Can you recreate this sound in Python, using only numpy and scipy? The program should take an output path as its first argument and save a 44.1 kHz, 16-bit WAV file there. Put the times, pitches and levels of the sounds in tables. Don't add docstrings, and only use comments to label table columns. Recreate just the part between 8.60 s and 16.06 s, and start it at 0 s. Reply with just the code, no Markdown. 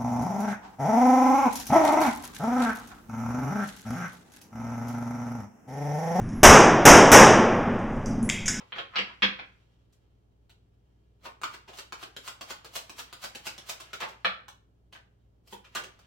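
import sys
import numpy as np
from scipy import signal
from scipy.fft import rfft, irfft
from scipy.io import wavfile

SR = 44100
rng = np.random.default_rng(int(sys.argv[2]) if len(sys.argv) > 2 else 0)


def output_pcm(signal):
    pcm = np.clip(np.atleast_2d(signal).T, -1, 1) * 32767
    wavfile.write(sys.argv[1], SR, np.round(pcm).astype(np.int16))


N = 328986

# pitch_hz, relative_level_db
AIR_COLOUR = [(25, -11.5), (55, 0), (120, -6), (170, -8.5), (400, -12.5), (800, -21.5), (2000, -38.5),
              (3100, -39), (6500, -42.5), (10000, -47), (15000, -46.5)]
AIR_LEVEL_DB = -68
# pitch_hz, rms_level_db
HUM_TONES = [(59.3, -67), (100.5, -72.5), (119, -71), (177.6, -80.5), (414.5, -85)]
# pitch_hz, likeness (-1 opposite, 1 the same)
STEREO_LIKENESS = [(120, 0.67), (250, 0.7), (500, 0.039), (1000, -0.34), (2200, -0.1), (5000, -.15)]

# time_s, level_db
RUSTLE_LEVEL = [(0, -70), (.85, -71), (1.25, -82), (1.7, -86.5), (2.5, -84.5), (3.1, -72), (4.2, -64),
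                (5.4, -59), (6.0, -89.5), (6.799, -87.5), (7.4, -70)]

# pitch_hz, level_db
TAP_TONE = [(60, -34.5), (130, -13.5), (220, -12.5), (330, -8), (500, -2), (800, -0.5), (1300, -1),
            (2000, -3.5), (3000, -0.5), (4300, -6), (8000, -13.5), (9500, -20.5), (14500, -22.5)]
# contact_s, energy_db, edge_scatter_s, treble_db, hand_hollow_hz
FURTHER_CONTACTS = [(.001, -14.5, .0054, -17, 900), (1.3265, -41, .004, 15, 1500),
                    (1.896, -25, .005, 2, 3100), (2.655, -6.5, .0052, -23, 1050),
                    (2.8158, -10, .001, 0, 1220), (3.133, -17.5, .006, 2, 830),
                    (5.201, -10, .004, 4.5, 1080), (5.333, -4.5, .0016, 2, 1290),
                    (5.404, -1, .0063, -2, 1020), (5.431, -2.5, .004, -9, 920),
                    (5.648, -10, .0025, 1, 1360), (5.883, -13, .0023, 2, 900), (6.326, -17, .009, 2, 2840),
                    (6.351, -15.5, .0054, -12, 1650), (7.043, -20, .01, -3, 2630),
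                    (7.151, -5, .0027, 10, 1240), (7.156, 3, .008, -3, 1500), (7.238, -9, .0015, -1, 1250),
                    (7.391, -26.5, .0036, 4, 1120)]
HAND_RING_DB = 5

# pitch_hz, level_db
KNOCK_TONE = [(60, -28), (130, -21), (200, -14.5), (320, -13), (520, -11), (800, -5.5), (1300, -1.5),
              (2000, -1.5), (3200, -1.5), (4300, -6.5), (6500, -28), (10000, -49.5), (14500, -54)]
# pitch_hz, width_hz, height_db
KNOCK_RESONANCES = [(196, 26, 14.5), (504, 70, 10), (3120, 520, 2)]
# contact_s, energy_db, edge_scatter_s, bass_db, treble_db, resonance_hz, resonance_height_db
SQUARING_KNOCKS = [(.1225, -5.5, .0003, -2.5, -12, 3324, 7), (.156, -10, .0037, 1, -3.5, 1550, 6.5),
                   (.1845, -2.5, .0005, -3.5, -4, 3330, 7.5), (.358, 11, .005, -7, -2.5, 2900, 2.5),
                   (.386, 6, .0007, 1, 3, 2820, 1.5), (.622, 11.5, .002, -4, -1, 2900, 6),
                   (.631, 12.5, .0015, 3, -1, 2400, 3.5), (.791, -2.5, .0007, .5, -13, 1700, 3)]
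# contact_s, energy_db, edge_scatter_s, bass_db, treble_db
FALLING_CARD = (5.6475, 9.5, .001, 1, -8)
# pitch_hz, width_hz, height_db
FALLING_CARD_RESONANCES = [(1310, 550, 11.5), (3400, 950, 12.5)]
# contact_s, energy_db, edge_scatter_s, bass_db, treble_db
CARD_SET_DOWN = (6.926, -14.5, .0023, 9, 2)
# pitch_hz, width_hz, height_db
SET_DOWN_RESONANCES = [(374, 130, 18), (880, 220, 20)]

# pitch_hz, level_db
SLIDE_TONE = [(60, -38.5), (130, -16), (280, -11.5), (500, -1.5), (1000, 3.5), (2000, 1), (3000, -1),
              (4300, -5.5), (8000, -15.5), (9500, -21), (14500, -21)]
# fastest_s, energy_db, run_up_s, bass_db, treble_db
CARD_DRAGS = [(.188, 2, .041, 5.5, -18), (.352, -.5, .028, -8, -27), (.51, -7.5, .098, -8, -26.5),
              (2.658, -10, .03, 12, 4.5), (5.425, 6.5, .022, 2, -21.5), (5.49, -13.5, .022, 12.5, 4.5),
              (6.88, -26, .026, 3, 14), (6.93, -18.5, .035, 3, 16), (7.177, -8, .047, -8, 1),
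              (7.249, -21, .054, 24, 5)]

# tap_s, tap_energy_db, tap_edge_scatter_s, hand_hollow_hz, drop_s, drop_energy_db, drop_treble_db
SHUFFLE_STROKES = [(2.835, 5, .0023, 1300, 2.939, -11, -1), (3.08, -12, .013, 900, 3.188, -7.5, 3.5),
                   (3.324, -4, .0018, 1350, 3.429, -7.5, 0), (3.566, -7.5, .0014, 1450, 3.678, -5.5, 4.5),
                   (3.811, -6.5, .0024, 1200, 3.906, -3.5, 1), (4.047, -11.5, .0042, 1370, 4.159, -1, 7.5),
                   (4.296, -10.5, .001, 1010, 4.391, -5.5, 5), (4.528, -9.5, .0016, 1300, 4.640, -3.5, 5),
                   (4.75, -7, .0035, 800, 4.869, -2, 5), (4.98, -11, .0016, 1050, 5.0956, -2.5, 7)]
# time_s, treble_db
TAP_CRISPNESS = [(2.8, -6), (3.3, -3), (3.6, 3.5), (5.0, 4.5)]
TAP_BASS_DB, TAP_THINNING = -1.5, .7
DROP_SCATTER_S, DROP_BASS_DB, DROP_HOLLOW_HZ = .0024, 1, 1400
# time_s, run_up_s
SLIDE_RUN_UPS = [(2.9, .055), (3.5, .06), (4.2, .03), (5.1, .03)]
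SLIDE_LEVEL_DB, SLIDE_BASS_DB, SLIDE_TREBLE_DB = -3, -1, 6
FALL_S = .002

# left_delay_s, right_delay_s, level_relative_to_direct_db
FIRST_ECHOES = [(.0007, 0.00096, -12), (.0049, 0.006, -5), (.0056, .0054, -5), (0.0085, 0.0057, -9.5)]
# pitch_hz, decay_s
ROOM_DECAY = [(150, .48), (500, 0.37), (1300, 0.41), (3000, 0.35), (6000, 0.33), (12000, 0.26)]
CUTOFF_HZ = 16100


def from_db(db):
    return 10 ** (np.asarray(db) / 20)


def unit_energy(x):
    return x / np.sqrt(np.sum(x ** 2, axis=-1, keepdims=True) + 1e-20)


def at_hz(points, hz):
    table = np.array(points)
    return np.interp(np.log(np.maximum(hz, 1)), np.log(table[:, 0]), table[:, 1])


def at_time(points, s):
    return np.interp(s, *np.transpose(points))


def diffuse(size):
    hz = np.fft.rfftfreq(size, 1 / SR)
    alike = np.clip(at_hz(STEREO_LIKENESS, hz), -1, 1)
    mid, side = rfft(rng.standard_normal((2, size)))
    shared = np.sqrt((1 + alike) / 2) * mid
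    opposed = np.sqrt((1 - alike) / 2) * side
    return hz, shared + opposed * [[1], [-1]]


def background(waver):
    hz, noise = diffuse(N)
    air = unit_energy(irfft(noise * from_db(at_hz(AIR_COLOUR, hz)), N)) * np.sqrt(N)
    t, hum = np.arange(N) / SR, 0
    for pitch_hz, rms_db in HUM_TONES:
        wander = waver * np.cumsum(rng.standard_normal(N)) / np.sqrt(SR)
        phase = 2 * np.pi * (pitch_hz * t + rng.random()) + wander
        hum = hum + np.sqrt(2) * from_db(rms_db) * np.sin(phase)
    return from_db(AIR_LEVEL_DB) * air + hum


def grains(size, per_s, spread_db):
    present = rng.random(size) < per_s / SR
    return present * rng.standard_normal(size) * from_db(spread_db * rng.standard_normal(size))


def body(colour, bass_db, treble_db, modes, size=4096):
    hz = np.fft.rfftfreq(size, 1 / SR)
    tilt_db = at_hz([(400, bass_db), (1000, 0), (2000, 0), (9000, treble_db)], hz)
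    db = at_hz(colour, hz) + tilt_db
    for centre_hz, width_hz, height_db in modes:
        db = db + height_db / (1 + (2 * (hz - centre_hz) / width_hz) ** 2)
    cepstrum = irfft(np.log(from_db(db)))
    cepstrum[1:size // 2] *= 2
    cepstrum[size // 2 + 1:] = 0
    return irfft(np.exp(rfft(cepstrum)))


def rustle(ticks_per_s, bass_db, treble_db):
    ticks = unit_energy(grains(N, ticks_per_s, spread_db=2.0)) * np.sqrt(N)
    grip = from_db(at_time(RUSTLE_LEVEL, np.arange(N) / SR))
    response = unit_energy(body(TAP_TONE, bass_db, treble_db, []))
    yield 0, signal.oaconvolve(grip * ticks, response)


def blow(s, db, scatter, response, clean_s, lead_s, edges_per_s=7000, size=4096):
    t = (np.arange(size) - size // 4) / SR
    click_share = np.exp(-scatter / clean_s)
    fade = np.exp(-np.maximum(-t / (lead_s + scatter / 8), t / (2 * scatter)))
    cluster = unit_energy(grains(size, edges_per_s, spread_db=1.5) * fade)
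    landing = t == 0
    clicks = unit_energy(np.sqrt(1 - click_share) * cluster + np.sqrt(click_share) * landing)
    return s + t[0], from_db(db) * signal.fftconvolve(clicks, response)


def hand_tap(s, db, scatter, bass_db, treble_db, hollow_hz, ring_q=3.2):
    hollow = (hollow_hz, hollow_hz / ring_q, HAND_RING_DB - .25 * treble_db)
    response = body(TAP_TONE, bass_db, treble_db, [hollow])
    return blow(s, db, scatter, response, clean_s=.001, lead_s=.0006, edges_per_s=5000)


def taps():
    for tap_s, tap_db, scatter, hollow_hz, drop_s, drop_db, drop_treble_db in SHUFFLE_STROKES:
        tap_bass_db = TAP_BASS_DB - TAP_THINNING * tap_db
        tap_treble_db = at_time(TAP_CRISPNESS, tap_s)
        yield hand_tap(tap_s, tap_db, scatter, tap_bass_db, tap_treble_db, hollow_hz)
        yield hand_tap(drop_s, drop_db, DROP_SCATTER_S, DROP_BASS_DB, drop_treble_db, DROP_HOLLOW_HZ)
    for s, db, scatter, treble_db, hollow_hz in FURTHER_CONTACTS:
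        yield hand_tap(s, db, scatter, 0, treble_db, hollow_hz)


def table_knock(s, db, scatter, bass_db, treble_db, modes):
    response = body(KNOCK_TONE, bass_db, treble_db, KNOCK_RESONANCES + modes)
    return blow(s, db, scatter, response, clean_s=.0015, lead_s=.0002)


def knocks(ring_q):
    for *contact, hz, ring_db in SQUARING_KNOCKS:
        yield table_knock(*contact, [(hz, hz / ring_q, ring_db)])
    yield table_knock(*FALLING_CARD, FALLING_CARD_RESONANCES)
    yield table_knock(*CARD_SET_DOWN, SET_DOWN_RESONANCES)


def slide(s, db, run_up, bass_db, treble_db, stop_s=.018, catches_per_s=5000, size=16384):
    t = (np.arange(size) - size // 2) / SR
    speed = from_db(-20 * np.maximum(-t / run_up, t / stop_s))
    friction = unit_energy(speed * grains(size, catches_per_s, spread_db=5))
    response = body(SLIDE_TONE, bass_db, treble_db, [])
    return s + t[0], from_db(db) * signal.fftconvolve(friction, response)


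def rubbing():
    for *_, drop_s, drop_db, drop_treble_db in SHUFFLE_STROKES:
        run_up = at_time(SLIDE_RUN_UPS, drop_s)
        level_db, treble_db = drop_db + SLIDE_LEVEL_DB, drop_treble_db + SLIDE_TREBLE_DB
        yield slide(drop_s - FALL_S, level_db, run_up, SLIDE_BASS_DB, treble_db)
    for drag in CARD_DRAGS:
        yield slide(*drag)
    yield from rustle(ticks_per_s=1100, bass_db=-1.5, treble_db=-4.5)


def room_tail(build_s, early_db, early_s, size=32768, count=16):
    hz, noise = diffuse(size)
    t, tail = np.arange(size) / SR, 0
    centres = np.geomspace(130, 13000, count)
    shape = (1 - np.exp(-t / build_s)) * (1 + from_db(early_db) * np.exp(-t / early_s))
    for centre_hz, pick in zip(centres, np.eye(count)):
        weight = np.interp(hz, centres, pick)
        decay = np.exp(-np.log(1000) * t / at_hz(ROOM_DECAY, centre_hz))
        band = irfft(noise * weight) * shape * decay
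        tail = tail + unit_energy(band) * np.sqrt(np.mean(weight ** 2))
    return tail


def room_response(direct_db, wet_db):
    response = from_db(wet_db) * room_tail(build_s=.003, early_db=3, early_s=.03)
    response[:, 0] += from_db(direct_db)
    for left_s, right_s, db in FIRST_ECHOES:
        response[[0, 1], [round(left_s * SR), round(right_s * SR)]] += from_db(direct_db + db)
    return response


def add(track, s, sound):
    start = round(s * SR)
    part = sound[:, max(-start, 0):max(N - start, 0)]
    track[:, max(start, 0):max(start, 0) + part.shape[1]] += part


def room(sounds, direct_db, wet_db, pan_db, count):
    places = [room_response(direct_db, wet_db) for _ in range(count)]
    track = np.zeros((2, N))
    for k, (s, sound) in enumerate(sounds):
        add(track, s, signal.fftconvolve(sound[None], places[k % count], axes=1))
    return track * from_db([[pan_db / 2], [-pan_db / 2]])


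def scene():
    return (room(knocks(ring_q=2.2), direct_db=-5.0, wet_db=5, pan_db=-.96, count=4)
            + room(taps(), direct_db=-2.8, wet_db=3.0, pan_db=0.0, count=7)
            + room(rubbing(), direct_db=-6, wet_db=0.0, pan_db=-.8, count=2)
            + background(waver=1.0))


def record(dry):
    low_pass = signal.ellip(10, .2, 70, CUTOFF_HZ, fs=SR, output="sos")
    return signal.sosfilt(low_pass, dry)


dry = scene()
out = record(dry)
output_pcm(out)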